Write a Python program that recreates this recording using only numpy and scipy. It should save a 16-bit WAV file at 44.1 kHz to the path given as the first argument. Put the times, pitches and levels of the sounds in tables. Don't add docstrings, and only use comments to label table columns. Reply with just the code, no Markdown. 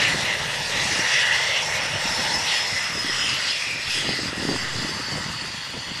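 import sys
import numpy as np
from scipy import signal
from scipy.fft import rfft, irfft
from scipy.io import wavfile
from scipy.ndimage import uniform_filter1d

SR = 44100
rng = np.random.default_rng(int(sys.argv[2]) if len(sys.argv) > 2 else 0)


def master_out(mix):
    frames = np.transpose(np.atleast_2d(mix))
    ceiling = np.clip(frames, -1, 1)
    pcm = np.round(ceiling * 32767).astype(np.int16)
    wavfile.write(sys.argv[1], SR, pcm)


def boost(x):
    u = np.asarray(x, float) / 20
    return 10 ** u


N = 264600
FRAME, HOP = 1024, 256

# middle_s, half_length_s
TAIL_SWING = (2.77, 0.13)


def clock():
    return np.arange(N) / SR


def evened(x):
    return x / np.sqrt(np.mean(x ** 2) + 1e-20)


def bell(x, middle, half):
    return np.exp(-((x - middle) / half) ** 2 / 2)


def humps(rows, stretch=0.94, share=0.95):
    t = clock()[::HOP]
    level_db = sum(share * db * bell(t, s, stretch * half) for s, half, db in rows)
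    return np.interp(clock(), t, level_db)


def drift(rate_hz):
    draws_hz = 600
    count = N * draws_hz // SR + 1
    z = rfft(rng.standard_normal(count))
    hz = np.fft.rfftfreq(count, 1 / draws_hz)
    slow = evened(irfft(z * np.exp(-(hz / rate_hz) ** 2), count))
    return np.interp(np.linspace(0, count - 1, N), np.arange(count), slow)


def receding(layer, turn):
    start_db, fade_db, turn_db = layer
    middle_s, half_s = turn
    turned = (1 + np.tanh((clock() - middle_s) / half_s)) / 2
    return boost(start_db + fade_db * clock() + turn_db * turned)


def spectrum(points):
    f, level_db = np.transpose(points)
    hz = np.fft.rfftfreq(FRAME, 1 / SR)[:, None]
    return boost(np.interp(np.log(hz + 1), np.log(f + 1), level_db, -150, -150))


def resonances(peaks, shift_hz=np.zeros(N)):
    hz = np.fft.rfftfreq(FRAME, 1 / SR)[:, None] - np.pad(shift_hz[::HOP], (0, 4), "edge")
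    power = sum(boost(2 * db) / (1 + (2 * (hz - f) / width) ** 2) ** 2.0 for f, width, db in peaks)
    return np.sqrt(power)


def noise(gain, patchy_db, flicker_db, flicker_hz):
    a, b = rng.standard_normal((N // HOP + 5, FRAME // 2 + 1, 2), np.float32).T
    patches = uniform_filter1d(uniform_filter1d(a[::-1], size=10, axis=0), size=10, axis=1)
    z = (a + 1j * b) * gain * boost(patchy_db * evened(patches))
    x = signal.istft(z, nperseg=FRAME, noverlap=FRAME - HOP)[1][:N]
    return evened(x * boost(flicker_db * drift(flicker_hz)))


def tone(hz, scattered, twinkle_hz):
    phase = 2 * np.pi * np.cumsum(hz) / SR
    in_phase = 1 + scattered * drift(twinkle_hz)
    quadrature = scattered * drift(twinkle_hz)
    return evened(in_phase * np.cos(phase) + quadrature * np.sin(phase))


def compressor():
    # time_s, first_stage_hz
    spool = [(0, 5792), (.55, 5790), (1, 5612), (1.5, 5457), (2, 5313), (2.5, 5195), (2.85, 5120),
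             (3, 5104), (3.55, 5010), (4, 4835), (4.5, 4658), (5, 4534), (5.5, 4419), (6, 4330)]
    # ratio_to_first_stage, level_db
    neighbours = [(1.0635, -5), (1.089, -5.5), (1.03, -14), (1.135, -12)]
    rear_stages = [(1.283, -24), (1.325, -2), (1.358, 4), (1.447, -20), (1.544, 1), (1.642, 5), (1.732, -2),
                   (1.998, -1)]
    # middle_s, half_length_s, gain_db
    glints = [(0.0, 0.02, 9), (0.07, 0.028, 5), (0.16, 0.02, -4.5), (0.32, 0.02, 8.0), (0.65, 0.18, -5.5),
              (0.67, 0.02, 5.0), (0.83, 0.02, 6.5), (1.57, 0.03, 5), (1.0, 0.02, 5), (1.11, 0.066, 4.5),
              (1.36, 0.04, 4), (1.45, 0.02, 4), (1.66, 0.035, 9), (2.11, 0.096, 7.5), (2.35, 0.02, 11),
              (2.48, 0.023, -12), (2.54, 0.23, 8.5), (2.6, 0.028, 4), (2.78, 0.02, 7), (2.91, 0.018, -16),
              (3.05, 0.023, -17), (3.16, 0.018, -3), (3.18, 0.2, 14), (3.36, 0.028, -14), (3.51, 0.017, 11),
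              (3.59, 0.022, 1), (3.65, 0.02, -3.5), (3.7, 0.02, 3), (3.75, 0.02, -7.5), (3.95, 0.02, 8.5),
              (4.04, 0.02, -5.0), (4.11, 0.1, 8), (4.25, 0.025, 6.5), (4.36, 0.047, -10), (4.52, 0.069, 12),
              (4.56, 0.019, -5), (4.61, 0.02, 5.5), (4.72, 0.02, -9.5), (4.81, 0.028, 6.5),
              (5.01, 0.018, -8.0), (5.05, 0.11, 8.5), (5.12, 0.018, 7), (5.3, 0.02, -12), (5.4, 0.03, 7),
              (5.5, 0.015, -9), (5.61, 0.02, 6), (5.75, 0.02, -11), (5.89, 0.18, 4),
              (2.87, .04, 6), (3.0, .04, 7), (4.15, .04, 3), (4.275, .02, 4), (1.15, .04, 3), (1.85, .08, 1)]
    # middle_s, half_length_s
    inlet_swing = (0.74, 0.79)
    rear_swing = (3.6, 0.49)
    # start_db, fade_db_per_s, turn_gain_db
    first_level = (-49, -1.4, 11.7)
    near_level = (-53.5, -0.18, 12)
    rear_level = (-61, 0, 5.5)

    hz = np.interp(clock(), *np.transpose(spool))
    glint_db = humps(glints, share=.95)
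    first = receding(first_level, inlet_swing) * boost(glint_db) * tone(hz, .6, 65)
    near = sum(boost(db) * tone(ratio * hz, 0.94, 22) for ratio, db in neighbours)
    rear = 0
    for ratio, db in rear_stages:
        absorbed_db = 3 * np.maximum(ratio * hz / 1000 - 7.4, 0)
        rear = rear + boost(db - absorbed_db) * tone(ratio * hz, 1.4, 45)
    lowpass = signal.butter(3, 330, fs=SR, output="sos")
    wake = evened(signal.sosfilt(lowpass, rng.standard_normal(N)))
    hump = wake * np.cos(2 * np.pi * np.cumsum(1.07 * hz) / SR) * boost(2.0 * drift(24))
    stages = receding(near_level, inlet_swing) * (near + boost(6.0) * hump)
    return first, stages + receding(rear_level, rear_swing) * rear


def exhaust():
    # pitch_hz, density_db
    low_roar = [(320, -14), (430, -10), (520, -3.5), (610, -2.5), (720, -11), (800, -16.5), (900, -43)]
    high_roar = [(900, -9), (1030, -4), (1200, 1), (1450, 2), (1600, 2), (1750, -17)]
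    # start_db, fade_db_per_s, turn_gain_db
    low_level = (-37.5, -1.48, -5.5)
    high_level = (-35, -2.28, 4.3)
    low = receding(low_level, TAIL_SWING) * noise(spectrum(low_roar), 0.65, 0.76, 11)
    high = receding(high_level, TAIL_SWING) * noise(spectrum(high_roar), 1.3, 0.2, 21)
    return low + high


def pipe():
    # pitch_hz, width_hz, level_db
    first_mode = [(906, 323, 0)]
    second_mode = [(1950, 480, 0), (1720, 140, -8.5)]
    fourth_mode = [(3388, 500, 0)]
    # offset_hz, width_hz, level_db
    third_mode = [(89, 480, 0.91), (-220, 210, -0.9)]
    # start_db, fade_db_per_s, turn_gain_db
    mode_levels = [
        (-35.5, -0.65, -7),
        (-24.5, -2.5, 0.7),
        (-26, -3, 2.5),
        (-31.5, -1.74, 0),
    ]
    third_hz = 2718 + 60.5 * drift(2.5)
    shapes = [resonances(first_mode), resonances(second_mode),
              resonances(third_mode, third_hz), resonances(fourth_mode)]
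    return sum(receding(level, TAIL_SWING) * noise(shape, 1.1, .6, 25)
               for level, shape in zip(mode_levels, shapes))


def intake():
    # pitch_hz, density_db
    body_points = [(3300, -29), (3700, 2.5), (4200, 4), (5000, 3), (5800, 0), (6400, -27), (7000, -39)]
    fizz_points = [(3530, -63), (6000, 0.5), (6360, 0.5), (7420, -2), (11000, -11), (13800, -22)]
    # start_db, fade_db_per_s, turn_gain_db
    body_level = (-33, -2.98, 3.2)
    fizz_level = (-34.5, -2.1, 2.76)
    body = receding(body_level, TAIL_SWING) * boost(6) * noise(spectrum(body_points), 1.8, .6, 20)
    fizz = receding(fizz_level, TAIL_SWING) * noise(spectrum(fizz_points), 2.25, 0.17, 26)
    return boost(0.9 * drift(19)) * (body + fizz)


def swelling_and_dipping(x):
    # middle_s,
    # half_length_s, gain_db, centre_hz, half_width_octaves
    swells_and_dips = [(0.048, 0.062, 4.5, 2420, 0.26), (0.893, 0.11, 4, 6760, 0.47), (1.15, 0.043, 4.5, 3600, 0.84),
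                             (1.27, 0.11, 7, 1890, 0.25), (1.445, .07, 2.5, 2050, 0.07), (1.59, 0.041, 8, 2980, 0.22),
                             (1.874, 0.31, 5, 627, 0.27), (1.98, 0.17, 7, 1370, 0.14), (2.337, 0.13, 6, 870, .2),
                             (2.346, 0.3, 3.5, 9060, 0.74), (2.545, 0.056, 6.5, 3030, 0.37),
                             (2.774, 0.063, 6.5, 2080, 0.1), (3.078, 0.047, 7, 1960, 0.042), (3.3, 0.055, 8, 2630, 0.13),
                             (3.24, 0.055, 4, 7900, 0.46), (3.28, 0.21, 3, 705, 1.04), (3.54, 0.037, 5, 2900, 0.25),
                             (3.72, 0.078, 12.5, 2390, 0.11), (3.996, 0.064, 4, 5860, 2), (4.158, 0.037, 7.5, 2070, 0.13),
                             (4.625, 0.11, 2.5, 1950, 0.25), (4.933, 0.27, 5, 1120, 0.33), (5.442, 0.18, 5, 1000, 0.12),
                             (5.984, 0.026, 2.5, 1120, 1.4),
                             (0.158, 0.044, -9, 2650, 0.26), (.43, 0.026, -5.7, 2380, 0.13), (0.476, 0.21, -6, 3360, 1.55),
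                       (0.612, 0.043, -9, 1270, .16), (0.644, 0.041, -12, 2060, 0.068),
                       (0.877, 0.025, -3.5, 1770, .4), (1.01, 0.094, -3.5, 3340, 0.34), (1.172, 0.028, -9, 940, 0.23),
                       (1.29, 0.038, -7, 2240, 0.13), (1.64, 0.07, -7.5, 2420, 0.46), (1.937, 0.1, -3, 1060, 4.7),
                       (2.66, 0.028, -5.5, 1650, 0.32), (2.81, 0.068, -1.5, 3950, 0.33),
                       (2.985, 0.093, -3.5, 3430, 1.4), (3.554, 0.032, -6, 1160, 0.45),
                       (3.767, 0.049, -3.5, 6350, 0.94), (3.79, 0.17, -4, 1150, 0.68), (4.203, 0.035, -6, 3000, 0.21),
                       (4.34, 0.039, -6.3, 5730, 0.59), (5.196, 0.056, 4, 1970, 0.12), (5.338, 0.076, 2, 4400, 0.48),
                       (5.607, 0.34, -3, 8000, 0.75), (5.665, 0.16, -2.5, 700, 0.91),
                             (1.52, 0.041, 5, 2140, .08), (1.59, .04, 7.5, 2200, 0.064), (1.7, 0.023, 3, 1800, .08),
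                        (1.1, 0.046, 5, 2820, .04), (1.31, .05, 5, 2850, .045), (1.56, 0.024, 3.5, 2800, .12),
                        (1.0, 0.055, 2.5, 1860, .1), (0.95, 0.043, 4, 2900, .06), (3.96, 0.03, 5, 9000, 0.4),
                        (0.83, 0.048, 2.5, 2000, 0.087), (0.06, 0.035, 5, 4100, 0.085), (0.64, 0.028, 5.5, 4800, .12),
                        (.2, .07, -1, 4800, 0.12), (1.96, .04, 5.5, 2930, .07), (1.5, 0.023, 6.5, 3460, 0.074),
                        (2.5, 0.036, -3.5, 2650, .1), (3.08, 0.024, 5, 3250, .07), (2.49, 0.016, 7, 3860, 0.17),
                        (3.5, 0.018, 9, 3220, 0.084), (2.69, 0.036, -6, 3000, 0.079), (1.72, .03, 5, 1920, 0.12),
                        (4.87, 0.25, 2.5, 5000, 0.06), (4.8, .05, -1, 1100, 0.17), (5.1, 0.023, 6, 8000, 0.49),
                        (3.13, .08, 1, 5400, .07), (1.7, .04, 2, 3600, 0.22), (1.73, .06, -3.5, 1960, .1),
                        (1.3, 0.1, -3.5, 2350, .06), (1.15, .07, 3.5, 3450, 0.045), (4.1, .04, 3.5, 4300, 0.11),
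                        (3.09, 0.032, 3.5, 3300, 0.071), (1.155, .015, -3, 2000, .1), (1.24, 0.035, 1.5, 2040, .07),
                        (3.3, 0.037, 3, 4900, .1),
                             (0.043, 0.022, 5.5, 6800, 0.12), (0.32, 0.07, 4.0, 3660, 0.07), (0.59, 0.12, -2, 6000, 0.3),
                         (0.67, 0.03, -7, 2990, 0.12), (0.81, 0.07, -5, 1550, 0.12), (1.02, 0.04, -5.5, 2510, 0.07),
                         (1.12, 0.025, -6.5, 4000, 0.07), (1.608, 0.061, 2.5, 5770, 0.12),
                         (1.717, 0.025, -5, 3550, 0.22), (1.94, 0.07, 1, 1830, 0.055), (2.06, 0.025, 7, 3760, 0.11),
                         (2.12, 0.025, -8.5, 2990, 0.12), (2.28, 0.04, 3, 2790, 0.24), (2.38, 0.04, -6.5, 3530, 0.12),
                         (2.51, 0.025, 5.5, 2770, 0.12), (2.53, 0.025, -2, 4200, 0.22),
                         (2.62, 0.04, -5.0, 2600, 0.07), (2.63, 0.04, 2, 3940, 0.31), (2.837, 0.031, -5, 4220, 0.12),
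                         (3.108, 0.04, -3, 2960, 0.12), (3.48, 0.036, 3, 7100, 0.22), (3.84, 0.11, -1.5, 2600, 0.12),
                         (3.87, 0.07, 5.5, 4300, 0.12), (3.92, 0.04, -5.0, 7350, 0.12), (4.02, 0.04, -5, 5200, 0.22),
                         (4.565, 0.025, 4, 8740, 0.45), (4.77, 0.07, 7, 4220, 0.07), (5.09, 0.028, -6.5, 8160, 0.44),
                         (5.18, 0.027, 6.5, 9050, 0.24), (5.29, 0.025, -4, 1900, 0.2)]
    # middle_s, half_length_s, gain_db, centre_hz
    flares = [(0.31, 0.061, 4.5, 2820), (0.767, 0.037, 8, 3700), (0.92, .04, 0.5, 2840),
              (1.18, .05, 3.5, 2570), (1.27, 0.071, 2, 2700), (1.74, 0.092, 7, 2280),
              (1.577, 0.031, 4.5, 2740), (2.26, 0.062, 5, 4100), (3.215, 0.09, 7, 3200),
              (3.49, 0.092, 7, 4500), (3.915, 0.028, 10.5, 2620), (4.024, 0.069, 7.5, 3250),
              (4.185, 0.061, 8, 4250), (4.1, 0.11, -6, 1050), (4.43, 0.1, -7, 2220), (4, 0.059, 4.5, 4900),
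              (5.19, 0.14, -4.5, 3360), (5.5, 0.54, -1, 2000), (5.835, 0.2, 3, 2900),
              (0.46, 0.28, -3.5, 4560), (2.3, 0.017, -13, 2750), (2.1, 0.063, 7, 880),
              (4, 0.037, -5.5, 4400), (2.2, .04, -1.5, 5900), (0.7, 0.077, -2, 3300), (1.6, 0.099, 0, 5400),
              (4.26, 0.032, 0, 5300), (0.3, 0.065, 3, 2040)]
    flare_octaves = 0.11

    hz, t, z = signal.stft(x, SR, nperseg=FRAME, noverlap=FRAME - HOP)
    octave = np.log2(hz + 1)[:, None]
    level_changes = swells_and_dips + [(*row, flare_octaves) for row in flares]
    change_db = sum(db * bell(t, s, half) * bell(octave, np.log2(centre_hz), wide)
                  for s, half, db, centre_hz, wide in level_changes)
    return signal.istft(z * boost(change_db), SR, nperseg=FRAME, noverlap=FRAME - HOP)[1][:N]


def wind():
    # pitch_hz, density_db
    rumble_points = [(15, -54), (40, -31), (80, -6.5), (125, 0), (165, -5), (210, -5), (235, -30)]
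    buffet_points = [(150, -25), (220, -2), (300, -2), (420, -7), (700, -12), (1200, -24)]
    # middle_s, half_length_s,
    # gain_db
    gusts = [(.15, 0.26, 12.5), (.62, 0.1, -4), (0.807, 0.054, 9.5), (0.974, 0.11, 13.5), (1.42, 0.25, -15),
             (1.13, .04, -10), (1.84, 0.082, 11), (1.7, 0.041, -7), (2.274, 0.14, 13.5), (2.97, 0.046, 5.5),
             (3.46, .05, 1), (2.5, .05, 2), (3.07, 0.14, 4), (3.342, 0.21, 6), (3.6, 0.022, -13),
             (3.72, 0.049, 9), (3.98, 0.016, 8), (4.068, 0.087, 15), (4.262, 0.046, 15), (4.41, 0.033, 21),
             (4.52, 0.043, 19), (4.672, 0.06, 9.5), (4.854, 0.094, 17.5), (5.155, 0.067, 18.5),
             (5.395, 0.066, 8), (5.57, 0.022, -7), (5.76, 0.029, 12), (5.92, 0.057, 9)]
    heaves = [(0.0, 0.02, 0.5), (0.16, 0.094, 2.5), (0.68, 0.022, -6), (0.86, 0.048, 5), (1.11, 0.028, -6),
              (1.39, 0.22, -5), (1.54, 0.023, -3.5), (1.81, 0.018, -4), (1.96, 0.02, 3.5), (2.01, 0.02, -2),
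              (2.07, 0.02, -1), (2.15, 0.02, -3.5), (2.31, 0.018, -3.0), (2.38, 0.028, 5), (2.69, 0.15, -7),
              (2.74, 0.024, 9), (3.14, 0.051, -3), (3.59, 0.028, -2), (3.59, 0.15, -9), (3.83, 0.02, -8.5),
              (3.88, 0.02, 7), (3.93, 0.02, -5), (4.09, 0.018, 6), (4.25, 0.034, 2), (4.49, 0.04, 5),
              (4.62, 0.18, 4.5), (4.7, 0.02, -5), (4.77, 0.016, 1.5), (4.83, 0.04, 2), (4.94, 0.02, 5),
              (5.01, 0.02, -3.0), (5.18, 0.12, 7.5), (5.54, 0.02, -5), (5.65, 0.04, -5), (5.84, 0.02, -8),
              (5.9, 0.02, 4.5)]
    # time_s, peak_db, pitch_hz, direction (+1 push, -1 pull)
    eddies = [(0.1473, -14, 368, 1), (0.158, -16, 195, -1), (0.9945, -14.5, 302, 1), (1.957, -18, 408, 1),
              (2.057, -18.5, 220, -1), (3.0479, -17, 242, -1), (4.069, -21, 315, -1), (4.092, -14, 407, -1),
              (4.1064, -19, 260, 1), (4.1917, -15, 320, 1), (4.234, -17, 250, 1), (4.259, -16.5, 199, -1),
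              (4.331, -17.5, 300, 1), (4.381, -18, 230, 1), (4.401, -20, 225, -1), (4.427, -18, 400, 1),
              (4.4527, -9.5, 280, -1), (4.49, -9.5, 258, -1), (4.4974, -10, 324, -1),
              (4.5153, -12, 293, -1), (4.5221, -14, 200, -1), (4.5439, -21, 223, 1), (4.556, -16, 271, -1),
              (4.5632, -18, 214, -1), (4.788, -17, 293, -1), (4.7998, -18.5, 132, -1),
              (4.8486, -14.5, 232, 1), (5.155, -27, 368, -1), (5.1607, -21, 190, -1),
              (5.2645, -20.5, 158, -1)]
    # time_s, peak_db, pitch_hz
    faint_eddies = [(0.081, -21, 130), (4.0938, -13, 170), (4.483, -16, 230), (4.758, -26, 150),
                    (4.856, -21, 500), (4.93, -22.5, 156), (5.136, -25, 160), (5.21, -23, 199),
                    (5.548, -24, 188), (5.581, -29, 156), (5.74, -23, 450), (5.779, -21, 191),
                    (5.918, -20, 167)]
    snaps = [(4.0915, -11, 750), (4.107, -19, 800), (4.137, -25, 600), (4.194, -22, 650), (4.259, -25, 800),
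             (4.33, -21, 600), (4.403, -22, 640), (4.49, -15, 900), (4.525, -21, 950), (4.5625, -13, 950),
             (5.154, -15, 750), (5.128, -20, 600)]
    crest_share = .22

    buffet_db = -51 + humps(gusts)
    rumble_db = -41 - 0.83 * (clock() - 3) + humps(heaves)
    lumps = boost(3.2 * drift(44))
    rumble = lumps ** .4 * noise(spectrum(rumble_points), .5, .3, 7.4)
    buffet = lumps * noise(spectrum(buffet_points), 0.62, 3.15, 67)
    out = boost(rumble_db) * evened(rumble) + boost(buffet_db) * evened(buffet)
    t = np.arange(-600, 600) / SR
    for s, peak_db, hz, way in eddies + [(*row, -1) for row in faint_eddies + snaps]:
        swing = np.cos(2 * np.pi * hz * t) * np.exp(-(1.7 * hz * t) ** 2)
        crest = np.cos(2 * np.pi * 2.5 * hz * t) * np.exp(-(3.8 * hz * t) ** 2)
        pulse = (1 - crest_share) * swing + crest_share * crest
        at = round(s * SR) - len(t) // 2
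        out[at:at + len(t)] += np.sign(way) * boost(peak_db - 4.0) * pulse
    return out


def scene():
    first, stages = compressor()
    engine = first + swelling_and_dipping(stages + exhaust() + pipe() + intake())
    return (engine + wind())[None]


def gain_offset():
    # top_s, creep_s, top_thousandths of full scale
    creeps = [
        (.78, .38, 3.3),
        (2.1, .15, 4),
        (3.14, .16, 5.5),
        (3.95, .13, 6.5),
        (4.76, .4, 16),
    ]
    drop_s = .13
    return sum(np.interp(clock(), [s - creep, s, s + drop_s], [0, top / 1000, 0])
               for s, creep, top in creeps)


def thinned(x):
    # pitch_hz, threshold_db
    threshold = [(3000, -30), (6500, -14), (9000, -5), (11000, -1.5), (13500, 1.5)]
    hz, t, z = signal.stft(x, SR, "cosine", nperseg=2 * FRAME)
    power = uniform_filter1d(abs(z) ** 2, size=3, axis=0)
    around = uniform_filter1d(uniform_filter1d(power, size=41, axis=0), size=3, axis=1)
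    threshold_db = np.interp(hz, *np.transpose(threshold))[:, None]
    ragged_db = 3.5 * evened(uniform_filter1d(rng.standard_normal(z.shape), size=8, axis=0))
    top_hz = 13600 + 260 * evened(uniform_filter1d(rng.standard_normal(len(t)), size=2))
    strong = power > around * boost(2 * (threshold_db + ragged_db))
    keep = strong & (hz[:, None] < top_hz)
    return signal.istft(z * keep, SR, "cosine", nperseg=2 * FRAME)[1][:N]


def low_pass(x):
    return signal.sosfilt(signal.butter(12, 13910, fs=SR, output="sos"), x)


def record(dry):
    mix = thinned(dry[0] + gain_offset())[None]
    return low_pass(mix)


dry = scene()
out = record(dry)
master_out(out)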